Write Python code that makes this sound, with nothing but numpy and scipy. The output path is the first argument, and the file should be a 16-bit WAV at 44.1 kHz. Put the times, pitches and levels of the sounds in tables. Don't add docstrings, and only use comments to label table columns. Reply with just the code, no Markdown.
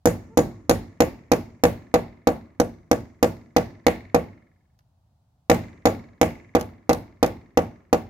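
import sys
import numpy as np
from scipy import signal
from scipy.fft import rfft, irfft
from scipy.io import wavfile
from scipy.ndimage import uniform_filter1d, minimum_filter1d

SR = 44100
rng = np.random.default_rng(int(sys.argv[2]) if len(sys.argv) > 2 else 0)


def dump(signal):
    limited = np.clip(np.atleast_2d(signal).T, -1, 1)
    pcm = np.round(limited * 32767).astype(np.int16)
    wavfile.write(sys.argv[1], SR, pcm)


N = 356769
TOP_CUT_HZ = 16100
BAND_EDGES_HZ = 22 * 2 ** np.arange(0, 9.7, 1 / 3)
BAND_CENTRES_HZ = np.sqrt(BAND_EDGES_HZ[1:] * BAND_EDGES_HZ[:-1])


def from_db(db):
    return 10 ** (np.asarray(db) / 20)


def unit_rms(x):
    return x / np.sqrt(np.mean(x ** 2) + 1e-20)


def at_hz(rows, hz):
    freqs, *columns = np.transpose(rows)
    return [np.interp(np.log(hz), np.log(freqs), c) for c in columns]


def third_octave(x, k):
    return signal.sosfilt(signal.butter(2, BAND_EDGES_HZ[k:k + 2], "band", fs=SR, output="sos"), x)


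def low_pass(x, hz):
    pole = np.exp(-2 * np.pi * hz / SR)
    return signal.lfilter([1 - pole], [1, -pole], x + 1e-18)


def decay(t, t60):
    return np.exp(-np.log(1000) * t / t60)


def delayed(x, delay_s):
    lag = int(round(delay_s * SR))
    return np.pad(x, [(0, 0)] * (x.ndim - 1) + [(lag, 0)])[..., :N]


def mix_in(out, at_s, x):
    start = int(round(at_s * SR))
    out[..., start:start + x.shape[-1]] += x[..., :N - start]


def clicks(times, db):
    out = np.zeros(N)
    out[np.round(times * SR).astype(int)] = from_db(db)
    return out


def ring(x, hz, t60):
    r, w = decay(1 / SR, t60), 2 * np.pi * hz / SR
    return signal.lfilter([1, -r * np.cos(w)], [1, -2 * r * np.cos(w), r * r], x + 1e-18)


def lingering(power, t60):
    pole = decay(2 / SR, t60)
    return signal.lfilter([1 - pole], [1, -pole], power)


def widen(noises, hz, mono_below_hz):
    shared = 1 / (1 + (hz / mono_below_hz) ** 2)
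    return np.sqrt(shared) * noises[0] + np.sqrt(1 - shared) * noises[1:]


def from_right(x, lead_samples):
    return np.array([delayed(x[0], lead_samples / SR), x[1]])


def sticking_out(t, seating_s=1.2):
    return np.exp(-t / seating_s)


# (frequency [Hz], spectral density [dB])
STREET_EQ = [(25, -17.5), (45, -8), (90, 1), (150, -8), (230, -18.5), (400, -33), (750, -21.5), (1100, -31),
             (2000, -43.5), (4000, -40.5), (6700, -44), (9000, -47.5), (16000, -48)]
def street(level_db=-63, mono_below_hz=700):
    hz = np.maximum(np.arange(N // 2 + 1) * SR / N, 1)
    white = widen(rfft(rng.standard_normal((3, N))), hz, mono_below_hz)
    rumble = irfft(white * from_db(at_hz(STREET_EQ, hz)[0]), N)
    return from_db(level_db) * unit_rms(rumble)


def squeak(at_s=.292, length_s=.074, start_hz=405, rise_hz=50, arch=.8, level_db=-49.5):
    progress = np.clip((np.arange(N) / SR - at_s) / length_s, 0, 1)
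    pitch_hz = start_hz + rise_hz * np.sin(np.pi * arch * progress)
    phase = 2 * np.pi * np.cumsum(pitch_hz) / SR
    tone = np.sin(phase) + from_db(-7) * np.sin(2 * phase) + from_db(-18) * np.sin(3 * phase)
    return from_db(level_db) * np.sin(np.pi * progress) * tone


# (frequency [Hz], near level [dB], near t60 [s], far level [dB], far t60 [s])
YARD_TAILS = [(60, -9, 0.38, -19, 0.97), (92, -8, 0.21, -18.5, 0.95), (170, -10, .3, -17.5, 1),
              (267, -12.5, 0.29, -20, 0.82), (470, -9, 0.057, -35.5, 1), (775, -14.5, 0.17, -14.5, 0.3),
              (1140, -15.5, 0.083, -28, 1), (1610, -7.5, 0.085, -21, 0.5), (1820, -11.5, 0.25, -21, 0.88),
              (2280, -9, 0.15, -19, 0.93), (2740, -14, 0.21, -26.5, 0.27), (4200, -20, 0.42, -24.5, 0.38),
              (6530, -20.5, 0.13, -31, 0.73), (8870, -14, 0.1, -36, 0.53), (15000, -15, 0.27, -38.5, .5)]
def yard_reverb(x, build_s=0.014, mono_below_hz=600):
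    white, out = rng.standard_normal((2, 3, N)), 0
    for k in np.flatnonzero(BAND_CENTRES_HZ > YARD_TAILS[0][0] / 2):
        hz = BAND_CENTRES_HZ[k]
        near_db, near_t60, far_db, far_t60 = at_hz(YARD_TAILS, hz)
        send_power = low_pass(third_octave(x[1] + 1e-18, k) ** 2, 1 / (2 * np.pi * build_s))
        near_power = from_db(2 * near_db) * lingering(send_power, near_t60)
        far_power = from_db(2 * far_db) * lingering(send_power, far_t60)
        wash = unit_rms(third_octave(widen(white[k % 2], hz, mono_below_hz), k))
        out = out + np.sqrt(near_power + far_power) * wash
    return out


# (centre [Hz], width [Hz], first return [dB], loss per trip [dB])
FLUTTER_BANDS = [(1764, 200, -27.5, 2), (2140, 260, -22, 3), (3964, 1300, -32, 4), (10100, 6100, -29.5, 11)]
def flutter_echo(x, repeats=14, trip_s=.0461, loose_db=-9):
    send = x[1] * from_db(loose_db * sticking_out(np.arange(N) / SR)) + 1e-18
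    trips, response = np.arange(repeats), 0
    for hz, width_hz, first_db, loss_db in FLUTTER_BANDS:
        returns = clicks((trips + 1) * trip_s, first_db - trips * loss_db)[:SR]
        edges = np.clip([hz - width_hz / 2, hz + width_hz / 2], BAND_EDGES_HZ[0], TOP_CUT_HZ)
        band_pass = signal.butter(2, edges, "band", fs=SR, output="sos")
        response = response + signal.sosfilt(band_pass, returns + 1e-18)
    return signal.fftconvolve(send, response)[:N]


# (delay [s], level [dB], low-pass corner [Hz])
REFLECTION_TAPS = [(.004, -5, 2352), (0.016, -5, 1707), (0.1165, -35, 246.4)]
def reflections(x):
    return sum(from_db(db) * delayed(low_pass(x, hz), delay_s) for delay_s, db, hz in REFLECTION_TAPS)


# (frequency [Hz], left minus right [dB])
SHADE_BALANCE = [(60, -.5), (160, -2.2), (320, -2.8), (600, .5), (1300, 2.5), (2500, -1.3), (5000, -4.5),
                 (7000, -4.5), (9000, -2), (13000, -2.8)]
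def pan(hz):
    return from_db(at_hz(SHADE_BALANCE, hz)[0] * np.array([[.5], [-.5]]))


# (time [s], force [dB], off-centre aim [0-1], tilt of the ping towards the bolt's high mode [dB])
HITS = [(0.0561, -2, 0.7, 4), (0.373, -1, 0.5, 5.5), (0.695, -0.9, 0.4, 7), (1.0041, -2, 0.08, 7.5),
        (1.3166, -1.9, 0.06, 1.5), (1.6364, 0.1, 0.1, 2.5), (1.9404, -1.6, 0, 3.1),
        (2.2714, -2.3, 0.03, -1), (2.5997, -3, 0.92, -16), (2.9135, -2.5, 0.55, 2),
        (3.2276, -0.4, 0.55, 1.5), (3.564, -1.2, 0.0, -15.5), (3.866, -0.8, 0.16, 2.5),
        (4.1453, -1.4, 0.06, -3), (5.4977, 5, 0.4, -6), (5.8547, 2.0, 0.13, 9.5), (6.2135, 1, 0.2, 3),
        (6.55, -0.9, 0, -4.5), (6.8936, -0.2, 0, -4), (7.2279, -1.3, 0.0, -4.7), (7.5729, -1.5, 0.0, -13),
        (7.9286, -2.5, 0.03, 3)]
# (frequency [Hz], square on the seated bolt [dB], added when fully off-centre [dB],
# added when the bolt sticks fully out [dB])
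HIT_EQ = [(210, -3, 1, 6), (530, -1.92, -1, 5), (970, -0.5, -10.5, -3), (1450, -2, 11.5, 6),
          (2100, 14.5, -9, 1.5), (4500, 5, -1.5, 6), (7000, 6.5, 4.5, 10), (12000, 2.5, 2.5, 9)]
def hit_db(hz):
    times, force_db, off_centre, _ = np.transpose(HITS)
    square_db, glancing_db, loose_db = at_hz(HIT_EQ, hz)
    return force_db + square_db + glancing_db * off_centre + loose_db * sticking_out(times)


# (frequency [Hz], t60 [s], seated level [dB], added when fully out [dB])
BOLT_MODES = [(5960, .05, -45.5, 9), (6923, .11, -43.5, 14)]
def bolt_ping(level_db=4.5, trace_db=-32, trace_t60_s=.5):
    times, force_db, _, tilt_db = np.transpose(HITS)
    out = 0
    for (hz, t60, seated_db, loose_db), sign in zip(BOLT_MODES, [-1, 1]):
        mode_db = seated_db + loose_db * sticking_out(times) + sign * tilt_db
        hits = clicks(times, level_db + force_db + mode_db)
        trace = from_db(trace_db) * ring(hits, hz, trace_t60_s)
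        out = out + pan(hz) * (ring(hits, hz, t60) + trace)
    return out


# (frequency [Hz], level [dB], t60 [s])
HAMMER_MODES = [(2020, -39, 0.11), (2415, -37, 0.04), (4320, -43.5, .03), (5590, -41.5, 0.02),
                (12600, -44, .025), (11100, -47.5, .025)]
def hammer_clink(level_db=-5.5):
    times = np.transpose(HITS)[0]
    return sum(pan(hz) * ring(clicks(times, hit_db(hz) + level_db + db), hz, t60)
               for hz, db, t60 in HAMMER_MODES)


# (time [s], level [dB])
TAPS = [(4.789, -39.5), (5.544, -15), (6.596, -14.5), (6.610, -12), (6.9292, -4), (7.262, -12)]
# (frequency [Hz], level [dB], t60 [s])
WALL_MODES = [(55, -40, 0.4), (94.4, -24.5, .38), (121, -26.5, 0.18), (171.6, -24.5, 0.19),
              (208.5, -28.5, 0.23), (233.2, -34, .45), (282.6, -7, 0.038), (319, -22, 0.091),
              (351.5, -30, 0.51), (464, -15, 0.032), (479.2, -11, 0.096), (539, -18.5, 0.15),
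              (637, -10, 0.088), (748.3, -17, 0.077), (785, -16, .11), (1043, -32.5, 0.033),
              (1136.7, -19, 0.17), (1272, -31, 0.062)]
def wall_knock(level_db=3.5, contact_hz=1270, scatter_db=0.78,
               tap_trim_db=-8, tap_low_cut_hz=600, tap_gate_db=-30):
    times, out = np.transpose(HITS)[0], 0
    tap_times, tap_db = np.transpose([(at_s, db) for at_s, db in TAPS if db > tap_gate_db])
    for hz, db, t60 in WALL_MODES:
        force_db = hit_db(hz) + scatter_db * rng.standard_normal(len(times))
        hits = clicks(times, force_db + db)
        bounces = clicks(tap_times, tap_db + tap_trim_db + db) / (1 + (tap_low_cut_hz / hz) ** 2)
        out = out + pan(hz) * ring(hits + bounces, hz, t60)
    return -from_db(level_db) * low_pass(low_pass(out, contact_hz), contact_hz)


# (frequency [Hz], spectral density [dB])
CRACK_EQ = [(500, 15), (900, 15), (1300, 7), (1700, 9), (2300, 5), (2800, -1.5), (4000, 4.5), (5500, 5),
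            (6800, 5), (8300, -14.5), (11500, 8), (14000, -3), (16000, -30)]
def impact_crack(level_db=-23, attack_s=0.00046, snap_t60_s=0.02, grind_db=-12, grind_t60_s=0.043,
                 grit_db=4.0, mono_below_hz=1300, tap_low_cut_hz=500):
    t = np.arange(int(.15 * SR)) / SR
    attack = 1 - np.exp(-t / attack_s)
    envelope = attack * (decay(t, snap_t60_s) + from_db(grind_db) * decay(t, grind_t60_s))
    tap_times, tap_db = np.transpose(TAPS)
    times = np.concatenate([np.transpose(HITS)[0], tap_times])
    roughness = unit_rms(uniform_filter1d(rng.standard_normal((len(times), len(t))), size=40))
    bursts = rng.standard_normal((2, 3, len(times), len(t))) * from_db(grit_db * roughness) * envelope
    cracks, out = 0, np.zeros((2, N))
    for k in np.flatnonzero(BAND_CENTRES_HZ > CRACK_EQ[0][0]):
        hz = BAND_CENTRES_HZ[k]
        tap_gains = from_db(tap_db) / (1 + (tap_low_cut_hz / hz) ** 2)
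        gains = np.concatenate([from_db(hit_db(hz)), tap_gains]) * from_db(at_hz(CRACK_EQ, hz)[0])
        stereo_bursts = widen(bursts[k % 2], hz, mono_below_hz).swapaxes(0, 1)
        cracks = cracks + gains[:, None, None] * pan(hz) * third_octave(stereo_bursts, k)
    for at_s, crack in zip(times, cracks):
        mix_in(out, at_s, crack)
    return from_db(level_db) * out


def scene(wall_lead_samples=9, steel_lead_samples=14):
    body = from_right(wall_knock(), wall_lead_samples)
    bite = from_right(hammer_clink() + impact_crack(), steel_lead_samples)
    ping = from_right(bolt_ping(), steel_lead_samples)
    direct = body + bite
    space = reflections(direct) + flutter_echo(direct) + yard_reverb(direct)
    return direct + ping + space + squeak() + street()


def record(dry, low_cut_hz=42, threshold_db=-.6, release_db_per_s=420):
    trimmed = signal.sosfilt(signal.butter(2, low_cut_hz, "high", fs=SR, output="sos"), dry)
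    peak_db = 20 * np.log10(np.abs(trimmed).max(axis=0) + 1e-9)
    over_db = np.maximum(peak_db - threshold_db, 0)
    release_db = release_db_per_s * np.arange(N) / SR
    reduction_db = np.maximum.accumulate(over_db + release_db) - release_db
    gain_db = uniform_filter1d(minimum_filter1d(-reduction_db, size=65), size=65)
    top_cut = signal.ellip(10, .1, 80, TOP_CUT_HZ, fs=SR, output="sos")
    return signal.sosfilt(top_cut, trimmed * from_db(gain_db))


dry = scene()
out = record(dry)
dump(out)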